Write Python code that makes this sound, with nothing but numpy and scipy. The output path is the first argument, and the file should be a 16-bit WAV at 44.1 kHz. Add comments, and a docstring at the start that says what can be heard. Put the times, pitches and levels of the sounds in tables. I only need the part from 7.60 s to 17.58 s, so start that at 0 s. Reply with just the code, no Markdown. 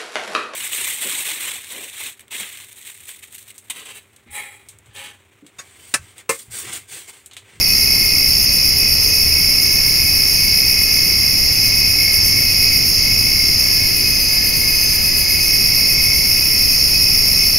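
"""A bright cricket trill, close by in an evening meadow full of insects.
Each closing of its wings draws a scraper over a file; a crowd of ground crickets does the same behind it.
Tree crickets hum about an octave lower, and one high cricket chirps in slow time.
Katydids rasp over a steady high buzz as tooth strikes ring their dry wings.
From far away comes a low rumble, with a drone and faint moans."""
import sys
import numpy as np
from scipy import signal
from scipy.fft import rfft, irfft, next_fast_len
from scipy.io import wavfile

SR = 44100
rng = np.random.default_rng(int(sys.argv[2]) if len(sys.argv) > 2 else 0)


def persist_wave(psi):
    """Save psi, clipped to +-1, as 16-bit WAV."""
    counts = np.round(np.clip(psi, -1, 1) * 32767).astype(np.int16)
    wavfile.write(sys.argv[1], SR, np.atleast_2d(counts).T)


N = 440118
TIME = np.arange(N) / SR

# the lead sings on, sinks into a lull and picks up again: (time [s], level [dB])
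NEAR_FADER = [(0, -18), (6.1, -18.5), (6.5, -26), (7.78, -32), (7.9, -19), (10, -17)]
def near_cricket(skip_every_s=.43, skip_s=.022, skip_depth=.72):
    """A bright trill with one close reflection; the wings miss a stroke or two at uneven intervals."""
    song = trill(5414, 65, fall=.006, duty=.48, slip=.1, waver=.0018, uneven_db=.4, limp=.18)
    echo_s = 26 / 5415  # about 26 cycles, so the reflection reinforces the note
    song = evened(song + .61 * np.interp(TIME - echo_s, TIME, song))
    skip_times = np.cumsum(skip_every_s * (1 + .55 * rng.uniform(-1, 1, size=40)))
    coarse_time = TIME[::40]
    gaps = np.exp(-(2 * (coarse_time[:, None] - skip_times) / skip_s) ** 4).sum(1)
    song = song * np.clip(1 - skip_depth * np.interp(TIME, coarse_time, gaps), 0, 1)
    return scatter(song * gain_of(curve(NEAR_FADER)), .012, pan_db=-1.7)


# a quick and a slow katydid, in and out of step: (start [s], end [s], strokes [1/s], peak level [dB])
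RASP_BOUTS = [(.102, 2.1, 8.255, -20.7), (.124, 3.4, 7.4, -24.2), (2.275, 3.88, 8.35, -23.6),
              (3.945, 5.33, 8.25, -20.6), (4.259, 5.7, 6.7, -24), (5.545, 5.95, 8.3, -26),
              (6.018, 9.1, 8.26, -20.8), (6.885, 9.95, 7.065, -21.8)]
# the tone of their dry wings: (frequency [Hz], relative level [dB])
WING_EQ = [(7000, -48), (8000, -35.5), (8700, -11.5), (9400, -6.5), (10200, -0.5), (11300, 0),
           (12800, -1.5), (14000, -4.5), (15800, -11)]
# the bed of all the other katydids: (time [s], level [dB])
BUZZ_FADER = [(0, -21), (1, -22.4), (2.8, -21), (4.8, -22.9), (6, -22.1), (7.8, -22.6), (9.9, -20)]
def katydids():
    """Tooth strikes ring the dry wings high up: a steady buzz, with stroke after stroke on top."""
    power = sum(rasps(*row) for row in RASP_BOUTS)
    teeth = evened(gain_of(.94 * drift(190) + .5 * drift(25)))
    strokes = np.sqrt(power) * teeth * hiss(WING_EQ, .5, ripple_db=3.8)
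    buzz = gain_of(curve(BUZZ_FADER) + .89 * drift(22)) * hiss(WING_EQ, .38, ripple_db=.9)
    return strokes + buzz


def rasps(start, end, rate, db, half_width_s=.029, ends_db=-3):
    """Power envelope of one katydid's bout: evenly paced wing strokes that swell toward the middle."""
    strokes = (TIME - start) * rate
    nearest = np.round(strokes)
    along = nearest / rate / (end - start)
    pulse = np.exp(-abs((strokes - nearest) / rate / half_width_s) ** 3.8)
    force = gain_of(db + ends_db * (2 * np.clip(along, 0, 1) - 1) ** 2)
    return force ** 2 * pulse * (along >= 0) * (along <= 1)


# singers in the grass: (pitch [Hz], strokes [1/s], pitch fall [share], level [dB], wet mix [share])
GROUND_SINGERS = [(5022, 64.9, 0.066, -23, 0.3), (5230, 65.2, 0.055, -25.5, 0.57),
                  (4773, 62.2, 0.11, -26.5, 0.35), (4960, 69, 0.0067, -26, 0.63),
                  (4656, 64.6, 0.048, -29.5, 0.61), (4280, 61.5, 0.02, -37, 0.47)]
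# a wash of countless far ground crickets: (frequency [Hz], relative level [dB])
GRASS_WASH_EQ = [(3700, -28.5), (4100, -13.5), (4500, -2.5), (5000, -0.5), (5350, 3), (5700, -10.5),
                 (6000, -7), (6400, -6.8), (6800, -8.5), (7200, -21.5), (7700, -71)]
def ground_crickets():
    """Trills farther off, each at its own pace, over the blur of all the rest."""
    singers = 0
    for hz, rate, fall, db, wet_mix in GROUND_SINGERS:
        song = gain_of(db) * trill(hz, rate, fall, duty=.489, slip=.5, waver=.005)
        singers += scatter(song, wet_mix, pan_db=-.7)
    return singers + gain_of(-20) * hiss(GRASS_WASH_EQ, .68, ripple_db=3)


# a pair holding one note: (pitch [Hz], strokes [1/s], phase slip [turns], level into the resonance [dB])
HELD_NOTES = [(2525, 74.2, 0.035, -31), (2544, 74.2, 0.14, -33)]
# cues for the lower voices:
# (start [s], end [s], pitch [Hz], strokes [1/s], pitch fall [share], phase slip [turns], level [dB])
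LOW_BOUTS = [(-.2, 10.2, 2165, 52.5, .08, .5, -33), (-.2, .75, 2150, 44, 0.08, 0.51, -27.5),
             (1.7, 3.1, 2198, 44, 0.087, .5, -31), (2, 4.9, 1738, 38, .006, .12, -48),
             (3.05, 5.4, 2150, 45, .07, .5, -29.5), (4.1, 5.25, 2195, 43.5, .09, .5, -29.7),
             (5.4, 7.2, 2152, 46.3, .03, .25, -30.5), (5.9, 8.1, 1735, 38, .006, 0.118, -46),
             (7.65, 8.67, 2165, 44.3, 0.085, .5, -27.2), (8.9, 9, 2160, 44, 0.053, 0.49, -30),
             (9.75, 10, 2176, 44.3, 0.058, 0.47, -31)]
# a wash of countless far tree crickets: (frequency [Hz], relative level [dB])
TREE_WASH_EQ = [(1660, -21), (1830, -2), (1930, 2), (2200, 6), (2420, 1.5), (2660, 5), (2850, 0),
                (3150, -4.5), (3550, -11), (4100, -28.5)]
def tree_crickets():
    """Low, soft trills; two on nearly the same note beat together, and lower ones join in bouts."""
    pair = lower = 0
    for hz, rate, slip, db in HELD_NOTES:
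        pair += gain_of(db) * trill(hz, rate, fall=-.004, duty=1, slip=slip, waver=.00038, uneven_db=1.4)
    pair = resonate(resonate(pair, 2553, 200), 2553, 200)  # their wings ring on between strokes
    for start, end, hz, rate, fall, slip, db in LOW_BOUTS:
        song = trill(hz, rate, fall, duty=.8, slip=slip, waver=.0018, uneven_db=1.1)
        lower += gain_of(db) * bout(start, end, fade_s=.22) * song
    singers = scatter(pair, .2) + scatter(lower, .45, pan_db=-2.2)
    return singers + gain_of(-30.5) * hiss(TREE_WASH_EQ, .66, ripple_db=2.35)


def chirping_cricket(first_s=.19, every_s=.641, jitter_s=.012, half_width_s=.1):
    """A high cricket that sings a dozen strokes, then rests, on an almost even beat."""
    middles = first_s + every_s * np.arange(16) + jitter_s * rng.standard_normal(size=16)
    gate = sum(np.exp(-np.minimum(abs(TIME - middle) / half_width_s, 3) ** 4) for middle in middles)
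    song = trill(6280, 60, fall=.07, duty=.75, slip=.48, waver=.003, uneven_db=1)
    return scatter(gain_of(-30.5) * gate * song, .75)


# distant rumble and air: (frequency [Hz], relative level [dB])
RUMBLE_EQ = [(10, -0.5), (30, 0.5), (80, -1), (150, -6.5), (260, -10.5), (500, -17.5), (1000, -24),
             (1600, -27), (3500, -35), (7500, -96)]
def far_rumble():
    """A dark bed of noise, most alike at both ears in the deep bass."""
    return gain_of(-25.5) * hiss(RUMBLE_EQ, lambda hz: .66 / (1 + (hz / 260) ** 2.1))


# cues for the drone: (start [s], end [s], pitch [Hz], level [dB])
DRONE_CUES = [(1.35, 1.85, 78, -30), (2.2, 2.8, 76, -35), (3.5, 6.35, 97.8, -30.8)]
def far_drone(sag_hz_per_s=1.097):
    """A low hum that comes and goes, wavering and sagging a little in pitch."""
    hum = 0
    for start, end, hz, db in DRONE_CUES:
        pitch = (hz - sag_hz_per_s * (TIME - start)) * (1 + .006 * drift(4.4))
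        envelope = gain_of(db + 1.1 * drift(5.6)) * bout(start, end, fade_s=.34)
        hum += envelope * np.sin(2 * np.pi * np.cumsum(pitch) / SR)
    return hum


# cues for the moans: (start [s], end [s], centre [Hz], level [dB])
MOAN_CUES = [(1.25, 1.75, 437, -42), (4.95, 6, 238, -38.5), (6, 6.7, 322, -43)]
def far_moans(width_hz=67):
    """Faint, narrow bands of noise that rise out of the rumble and sink back."""
    moans = 0
    for start, end, hz, db in MOAN_CUES:
        band = resonate(resonate(rng.standard_normal(N), hz, width_hz), hz, width_hz)
        moans += gain_of(db) * bout(start, end, fade_s=.35) * evened(band)
    return moans


def trill(hz, rate, fall, duty, slip, waver, uneven_db=2.5, limp=0):
    """Each closing of the wings draws the scraper over the file: a short tone that glides by `fall`."""
    strokes = np.cumsum(rate * (1 + .004 * drift(1))) / SR + rng.random()
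    stroke = strokes.astype(int)
    along = (strokes % 1) / np.clip(duty, .1, 1)  # past 1, the stroke is over
    misstep, force = rng.standard_normal((2000, 2)).T
    pitch = hz * (1 + waver * drift(5) + fall * (.5 - along) * (along < 1))
    # each stroke starts out of step; limp shifts every second one further
    turns = np.cumsum(pitch) / SR + slip * np.cumsum(misstep)[stroke] + limp * (stroke % 2)
    pressure = np.sin(np.pi * np.minimum(along, 1)) * gain_of(uneven_db * force[stroke])
    return evened(pressure * np.sin(2 * np.pi * turns))


def scatter(song, wet_mix, pan_db=0, t60_s=.21):
    """The direct sound plus reflections from stalks and trees, different at each ear."""
    t = np.arange(SR // 4) / SR
    tails = rng.standard_normal((2, len(t))) * gain_of(-60 * t / t60_s)
    echoes = np.array([evened(signal.oaconvolve(song, tail)[:N]) for tail in tails]) * np.std(song)
    crossfed = (echoes + .27 * echoes[::-1]) / np.hypot(1, .45)
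    analytic = signal.hilbert(crossfed, next_fast_len(N))[:, :N]
    wet = (analytic * np.exp(2j * drift(2.01))).real  # stirring air keeps shifting the long paths
    return (np.sqrt(1 - wet_mix) * song + np.sqrt(wet_mix) * wet) * pan(pan_db)


def hiss(eq, likeness, ripple_db=0):
    """Stereo noise of rms 1 with a given EQ and left-right likeness; ripple adds narrow resonances."""
    size = next_fast_len(N)
    hz = np.fft.rfftfreq(size, 1 / SR)
    eq_hz, eq_db = np.transpose(eq)
    ripple = np.interp(hz, np.linspace(0, SR / 2, 700), rng.standard_normal(700))
    colour = gain_of(np.interp(np.log(hz + 1), np.log(eq_hz), eq_db) + ripple_db * ripple)
    left, other = rfft(rng.standard_normal((2, size))) * colour
    same = likeness(hz) if callable(likeness) else likeness
    right = same * left + np.sqrt(1 - same ** 2) * other
    return evened(irfft([left, right], size)[:, :N])


def resonate(x, hz, width_hz):
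    """A resonance of gain 1 at its centre."""
    carrier = np.exp(2j * np.pi * hz * TIME)
    pole = np.exp(-np.pi * width_hz / SR)
    return 2 * (carrier * signal.lfilter([1 - pole], [1, -pole], x / carrier)).real


def drift(cutoff_hz):
    """A smooth random modulator of rms 1."""
    hz = np.fft.rfftfreq(4096, 1 / 400)
    slow = irfft(rfft(rng.standard_normal(4096)) / (1 + (hz / cutoff_hz) ** 4))
    return evened(np.interp(TIME, np.arange(4096) / 400, slow))


def bout(start, end, fade_s):
    """Fades in around the start and out around the end."""
    return np.clip(np.minimum(TIME - start, end - TIME) / fade_s + .5, 0, 1)


def curve(fader):
    """Fader points joined by straight lines in time."""
    return np.interp(TIME, *np.transpose(fader))


def pan(db):
    """Stereo gains that put the left ear `db` above the right."""
    return gain_of([[db / 2], [-db / 2]])


def gain_of(db):
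    """Decibels to gain."""
    return 10 ** (np.asarray(db) / 20)


def evened(x):
    """Scales to rms 1."""
    return x / np.sqrt(np.mean(abs(x) ** 2) + 1e-20)


def scene():
    """The meadow mix: insects in front, the far low end leaning left."""
    insects = near_cricket() + ground_crickets() + tree_crickets() + chirping_cricket() + katydids()
    return insects + far_rumble() * pan(1.6) + far_drone() * pan(4.4) + far_moans() * pan(1.6)


def record(dry, cutoff_hz=15740):
    """A steep high cut on the whole mix."""
    lowpass = signal.firwin(1023, cutoff_hz, window=("kaiser", 9), fs=SR)
    return signal.oaconvolve(dry, lowpass[None], "same")


dry = scene()
out = record(dry)
persist_wave(out)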